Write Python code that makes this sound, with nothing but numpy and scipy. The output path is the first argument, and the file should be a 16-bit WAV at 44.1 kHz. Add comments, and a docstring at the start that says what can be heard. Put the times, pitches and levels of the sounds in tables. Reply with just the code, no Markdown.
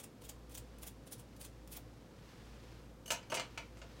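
"""In a small hard room with humming ventilation, a small steel instrument is scrubbed with a brush over a sink.
The brush is shaped noise: short bursts with a bristle resonance, light touches and dull taps.
Sleeves rustle as filtered noise; the instrument then clatters down on the counter beside the sink.
Its knocks are decaying noise bursts, with decaying sines for the ringing steel and sink."""
import sys
import numpy as np
from scipy import signal
from scipy.fft import rfft, irfft
from scipy.io import wavfile
from scipy.ndimage import uniform_filter1d

SR = 44100
rng = np.random.default_rng(int(sys.argv[2]) if len(sys.argv) > 2 else 0)


def output_pcm(signal):
    """Save a mono or channel-first signal as 16-bit PCM at the path in sys.argv[1].

    Samples are clipped to [-1, 1] before scaling.
    """
    pcm = np.clip(np.atleast_2d(signal).T, -1, 1) * 32767
    wavfile.write(sys.argv[1], SR, np.round(pcm).astype(np.int16))


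N = 176400  # 4 seconds


def undb(db):
    """Decibels to gain."""
    return 10 ** (np.asarray(db) / 20)


def unit(x):
    """Scale to rms 1."""
    return x / np.sqrt(np.mean(x ** 2))


def decay(age, t60):
    """Exponential decay by 60 dB in t60 seconds."""
    return np.exp(-np.log(1000) * age / t60)


def fade(start, t60):
    """Sudden onset and exponential decay."""
    age = np.arange(N) / SR - start
    return (age >= 0) * decay(np.clip(age, 0, 10 * t60), t60)


def curve(rows):
    """Gain over time from (seconds, dB) points."""
    return undb(np.interp(np.arange(N) / SR, *np.array(rows).T))


def surges(depth_db, step_s):
    """A gain that wanders at random between points step_s apart, with rms 1."""
    steps = np.arange(N) / SR / step_s
    return unit(undb(depth_db * np.interp(steps, np.arange(N), rng.standard_normal(N))))


def colour(x, points):
    """Causal minimum-phase filter through (Hz, dB) points that keeps the power of white noise."""
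    hz, db = np.array(points).T
    freqs = np.arange(N + 1) * SR / (2 * N)
    gain = unit(undb(np.interp(np.log(freqs + 1), np.log(hz), db)))
    # folding the cepstrum forward in time gives the minimum phase
    cepstrum = irfft(np.log(gain))
    cepstrum[1:N] *= 2
    cepstrum[N + 1:] = 0
    return irfft(rfft(x, 2 * N) * np.exp(rfft(cepstrum)))[:N]


def resonance(x, hz, q):
    """Band-pass with gain 1 at the centre."""
    return signal.lfilter(*signal.iirpeak(hz, q, fs=SR), x)


def room(x, wet_db):
    """Add one reflection from the wall behind the sink and a short tail whose treble dies first."""
    low_t60_s, treble_t60_s, onset_s = 0.24, 0.12, 0.0028
    wall_s, wall_db = 0.012, -16  # the reflection, in dB against the energy of the tail
    t = np.arange(SR // 2) / SR
    noise = rng.standard_normal(len(t))
    low = signal.sosfilt(signal.butter(2, 5000, fs=SR, output="sos"), noise)
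    high = signal.sosfilt(signal.butter(2, 5000, "high", fs=SR, output="sos"), noise)
    build_up = 1 - np.exp(-(t / onset_s) ** 2)
    # the minus sign aligns the phases of the two bands at the crossover
    tail = (low * decay(t, low_t60_s) - high * decay(t, treble_t60_s)) * build_up
    tail /= np.sqrt(np.sum(tail ** 2))
    tail[int(wall_s * SR)] += undb(wall_db)
    return x + undb(wet_db) * signal.fftconvolve(x, tail)[:N]


# Wavering level of the fan hum. Each row: time in seconds, level in dB.
HUM_LEVEL = [(.08, -74), (.3, -57.5), (.65, -55), (1.14, -64), (1.35, -58.5), (1.75, -55.5), (2, -61),
             (2.2, -75), (2.45, -57.5), (2.9, -57), (3.28, -67), (3.55, -58.5), (4, -57)]
# Tone of the rushing air. Each row: frequency in Hz, relative density in dB per Hz.
AIR_SPECTRUM = [(24, -37), (32, -2), (42, -12), (58, 1), (76, -9.5), (110, 4), (160, -2), (300, -3),
                (410, -9.5), (510, -4), (600, -14), (800, -15.5), (1300, -20.5), (2500, -31), (6000, -32),
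                (10000, -37.5), (16000, -40.5)]


def ventilation():
    """Steady rush of air as filtered noise, and a low fan hum with its octave, slightly unsteady in pitch."""
    hum_hz, pitch_drift, octave_db, air_db = 56.6, 0.009, -10.5, -57
    drift = unit(uniform_filter1d(rng.standard_normal(N), size=8000))
    phase = 2 * np.pi * np.cumsum(hum_hz * (1 + pitch_drift * drift)) / SR
    hum = np.sqrt(2) * (np.sin(phase) + undb(octave_db) * np.sin(2 * phase))
    air = undb(air_db) * colour(rng.standard_normal(N), AIR_SPECTRUM)
    return hum * curve(HUM_LEVEL) + air


# Swell of the sleeve rustle. Each row: time in seconds, level in dB before the flutter.
RUSTLE_LEVEL = [(0, -73), (.75, -68), (.97, -72.5), (1.05, -69.5), (1.8, -70.5), (2.12, -70), (2.29, -63),
                (2.55, -64.5), (2.76, -64), (2.98, -74.5), (3.5, -64), (3.72, -68), (3.86, -66), (4, -61)]
# Tone of the cloth. 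Each row: frequency in Hz, relative density in dB per Hz.
CLOTH_SPECTRUM = [(400, 5.5), (1000, 8), (2500, 5), (5000, 1), (7500, -6), (11000, -13), (16000, -16.5)]


def sleeves():
    """Soft cloth rubbing as the arms reach over: filtered noise with a fluttering level."""
    flutter_db = 0.86 * unit(uniform_filter1d(rng.standard_normal(N), size=500))
    cloth = colour(rng.standard_normal(N), CLOTH_SPECTRUM)
    return cloth * curve(RUSTLE_LEVEL) * undb(flutter_db)


def ring(modes, starts, levels_db):
    """Strike a set of modes; each blow meets them at a different spot, so their balance and pitch vary."""
    detune_ratio, spot_db = .002, 1.2
    age = np.arange(SR // 2) / SR
    hz, db, t60 = np.array(modes).T[:, :, None]
    out = np.zeros(N + SR)
    for start, level in zip(starts, levels_db):
        spot, turn, detune = rng.standard_normal((3, len(modes), 1))
        struck_hz = hz * (1 + detune_ratio * detune)
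        waves = np.sin(2 * np.pi * (struck_hz * age + turn)) * decay(age, t60)
        i = int(start * SR)
        out[i:i + len(age)] += (undb(db + level + spot_db * spot) * waves).sum(0)
    return out[:N]


# Steel knocking on counter and sink rim, also played by clatter(). Each row: start in seconds,
# relative levels of thud, clack, click and ring in dB, clack resonance in Hz, click resonance in Hz.
STEEL_KNOCKS = [(3.0588, -25, -19, -15.5, -14.5, 3100, 12300), (3.078, -15, -31, -12.5, -10, 3000, 12400),
                (3.1047, -3, 4.5, 0, 2.5, 2340, 6900), (3.1166, 0, -6.5, 3, -7.5, 2370, 4080),
                (3.229, -21, -18, -39, -36, 2180, 5000), (3.3002, -11.5, -13, -14, -9, 2900, 5340),
                (3.3194, 1.5, 0, -13, -20, 2620, 9350), (3.325, 2.5, -12, -23, -27, 2650, 9600),
                (3.3426, -11.5, 2.5, -0.5, -8.5, 2300, 6260), (3.349, -5.5, -7.5, -6, -4.5, 2950, 8600),
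                (3.3705, -1.5, 2, -25, -19, 2380, 5700), (3.3964, -11, -2.5, -14, -17, 2920, 7200),
                (3.4021, -11, -6.5, -30, -21, 1460, 4200), (3.5756, -9, -2.5, -17, -17.5, 2200, 4300),
                (3.77, -23, -22, -29, -43, 1900, 6500), (3.788, -40, -45, -30, -34, 2500, 6800),
                (3.817, -17.5, -11, -40, -45, 1520, 4200)]
# Ringing of the instrument. Each row: nominal frequency in Hz, relative level in dB, 60 dB decay in seconds.
BLADE_MODES = [(2400, -5, .1), (2780, -4, .26), (2945, 8, .16), (3063, -2, .19), (3200, -3, .18),
               (4457, -1, .1), (5570, -6, .14), (6045, 0, .13), (6202, 3, .15), (6428, 4, .13),
               (9030, 1, .08), (12010, -3, .06), (13310, -5, .06)]
# Ringing of counter and sink. Each row: nominal frequency in Hz, relative level in dB, 60 dB decay in seconds.
BASIN_MODES = [(310, -8, .2), (520, -7, .12), (595, -1, .1), (654, -4, .13), (690, -4, .13), (862, -4, .16),
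               (919, -2, .13), (988, -8, .2), (1420, -8, .08)]


def rings():
    """Knocks ring the sink and two blades; the second is fainter and tuned a little higher, so they beat."""
    steel_db, sink_db = -50.5, -50.5
    blade_split, other_blade_db = 0.0053, -7  # pitch offset as a ratio
    at, thud, _, _, steel, _, _ = np.array(STEEL_KNOCKS).T
    other_modes = np.array(BLADE_MODES) * [1 + blade_split, 1, 1]
    blade = ring(BLADE_MODES, at, steel + steel_db)
    other_blade = ring(other_modes, at, steel + steel_db + other_blade_db)
    return blade + other_blade + ring(BASIN_MODES, at, thud + sink_db)


def contacts(chatter, starts, levels_db, centres_hz, t60, peak_db, q):
    """A short noise burst for each knock, coloured by the resonance of the spot that is struck."""
    out = np.zeros(N)
    fall = decay(np.arange(SR // 4) / SR, t60)
    for start, db, hz in zip(starts, levels_db, centres_hz):
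        i = int(start * SR)
        count = min(len(fall), N - i)
        noise = rng.standard_normal(len(fall))[:count]
        burst = undb(db) * fall[:count] * chatter[i:i + count] * noise
        out[i:i + count] += burst + undb(peak_db) * resonance(burst, hz, q)
    return out


# Tone of the low thud. Each row: frequency in Hz, relative density in dB per Hz.
THUD_SPECTRUM = [(60, -26), (125, 0), (190, -15), (300, -7), (420, -7.5), (590, 3), (690, 0), (770, -8.5),
                 (930, -0.5), (1120, -12), (1400, -6.5), (2000, -19), (4000, -53)]
# Tone of the middle clack. Each row: frequency in Hz, relative density in dB per Hz.
CLACK_SPECTRUM = [(600, -19), (1300, 0), (1850, -7.5), (2300, -1.5), (3100, -2.5), (3500, -7), (5000, -6),
                  (8000, -14.5), (16000, -64)]
# Tone of the bright click. Each row: frequency in Hz, relative density in dB per Hz.
CLICK_SPECTRUM = [(1500, -31), (3800, -3), (5000, -3.5), (6200, 2), (8500, 1.5), (10500, -1.5), (13500, -8),
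                  (16000, -5.5)]


def clatter():
    """Each knock thuds in the counter, clacks and clicks as the contact chatters in micro-bounces."""
    thud_db, clack_db, click_db = -36.5, -40, -40
    thud_t60_s, clack_t60_s, click_t60_s = 0.071, 0.053, 0.07
    at, thud, clack, click, _, clack_hz, click_hz = np.array(STEEL_KNOCKS).T
    chatter = surges(depth_db=3.5, step_s=0.0006)
    # overlapping thuds add in power
    thud_power = sum((undb(thud_db + db) * fade(s, thud_t60_s)) ** 2 for s, db in zip(at, thud))
    thuds = np.sqrt(thud_power) * chatter * rng.standard_normal(N)
    clacks = contacts(chatter, at, clack + clack_db, clack_hz, clack_t60_s, peak_db=3, q=3)
    clicks = contacts(chatter, at, click + click_db, click_hz, click_t60_s, peak_db=2, q=5)
    return colour(thuds, THUD_SPECTRUM) + colour(clacks, CLACK_SPECTRUM) + colour(clicks, CLICK_SPECTRUM)


def bristle_snaps():
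    """Grainy noise of bristles snapping off the steel, surging as they let go in tufts."""
    scatter_db, hold = 1.5, 10  # each random level is held for 10 samples
    sizes = np.minimum(rng.exponential(size=N // hold + 1), 4)
    scatter = undb(scatter_db * np.repeat(sizes, hold)[:N])
    return unit(rng.standard_normal(N) * scatter) * surges(depth_db=2, step_s=.0015)


# Bristles sweeping over the metal. Each row: peak time in seconds, relative level in dB,
# half-length in seconds, brightness in dB per octave, bristle resonance in Hz.
BRUSH_SWEEPS = [(.001, -1.5, 0.0075, -1, 9500), (0.042, 1, 0.0037, 0, 9300), (0.221, -13, .0042, -3, 9500),
                (0.252, -6, 0.0091, -0.5, 3300), (.296, 3.5, 0.0037, 0, 6960),
                (0.522, -9.5, 0.0069, -2, 9350), (0.553, 0, 0.0048, .5, 6500), (0.581, 1, 0.0056, 0, 7800),
                (0.833, -2, 0.0056, 1.5, 11000), (0.858, -16, 0.02, -4.5, 9400),
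                (0.876, 1, 0.0047, 2.5, 12000), (1.075, -9.5, .0055, -2.5, 9500),
                (1.128, 4, 0.0055, .5, 9800), (1.198, -9.5, 0.0088, -1, 9800), (1.415, 0, 0.0059, 0, 9500),
                (1.451, -2.5, 0.0077, -1, 9000), (1.729, -3.5, 0.0094, 2, 11500),
                (1.756, -10.5, 0.012, -4, 10000), (1.771, 2.5, 0.0033, 2, 14400)]
# The brush touching the metal before a stroke. Each row: start in seconds, relative level in dB.
BRUSH_TOUCHES = [(0.495, 3.5), (.784, 4), (1.364, 5), (1.675, 4.5)]
# The brush head slipping off the edge with a dull tap. Each row: start in seconds, relative level in dB.
EDGE_TAPS = [(0.291, 1), (0.574, 0), (0.833, -1), (1.129, -2), (1.774, 11)]
# Tone of sweeps and touches. Each row: frequency in Hz, relative density in dB per Hz.
BRISTLE_SPECTRUM = [(200, -16), (500, 2.5), (750, -0.5), (1500, -5), (2000, -3.5), (3200, 1.5), (4200, -2),
                    (7000, 0.5), (9500, 1.5), (12500, -2), (16000, 1.5)]


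def brush():
    """Bristle noise swells and fades in each sweep with its own tilt and resonance, among touches and taps."""
    sweep_db, sweep_shape = -48.5, 1.35  # a shape of 2 would be a Gaussian bump
    peak_db, peak_width_octaves = 4.5, .17
    touch_db, touch_t60_s = -60, 0.044
    tap_db, tap_t60_s = -46, 0.078
    t = np.arange(N) / SR
    snaps = bristle_snaps()
    # the tilt turns about 8 kHz and is flat below 1 kHz
    octaves = np.log2(np.maximum(np.arange(N // 2 + 1) * SR / N, 1000) / 8000)
    freqs = np.arange(1, N // 2 + 2) * SR / N  # starts one bin up to avoid log of zero
    bristles = np.zeros(N)
    for at, db, half, bright, hz in BRUSH_SWEEPS:
        pressure = np.exp(-.5 * np.minimum(np.abs((t - at) / half) ** sweep_shape, 20))
        tint_db = peak_db * np.exp(-.5 * (np.log2(freqs / hz) / peak_width_octaves) ** 2)
        tone_db = sweep_db + db + bright * octaves + tint_db
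        bristles += irfft(rfft(snaps * pressure) * undb(tone_db), N)
    for at, db in BRUSH_TOUCHES:
        bristles += snaps * undb(touch_db + db) * fade(at, touch_t60_s)
    tap_level = sum(undb(tap_db + db) * fade(at, tap_t60_s) for at, db in EDGE_TAPS)
    taps = resonance(rng.standard_normal(N) * tap_level, hz=665, q=2.6)
    return colour(bristles, BRISTLE_SPECTRUM) + taps


def scene():
    """Brush, clatter and ringing steel in the room, over cloth and ventilation."""
    background = ventilation() + sleeves()
    knocks = room(rings(), wet_db=-6) + room(clatter(), wet_db=-3)
    scrubbing = room(brush(), wet_db=-7.5)
    return (background + knocks + scrubbing)[None]


def record(dry):
    """Cut the top steeply above 15.9 kHz with an elliptic low-pass."""
    return signal.sosfilt(signal.ellip(10, .2, 70, 15900, fs=SR, output="sos"), dry)


dry = scene()
out = record(dry)
output_pcm(out)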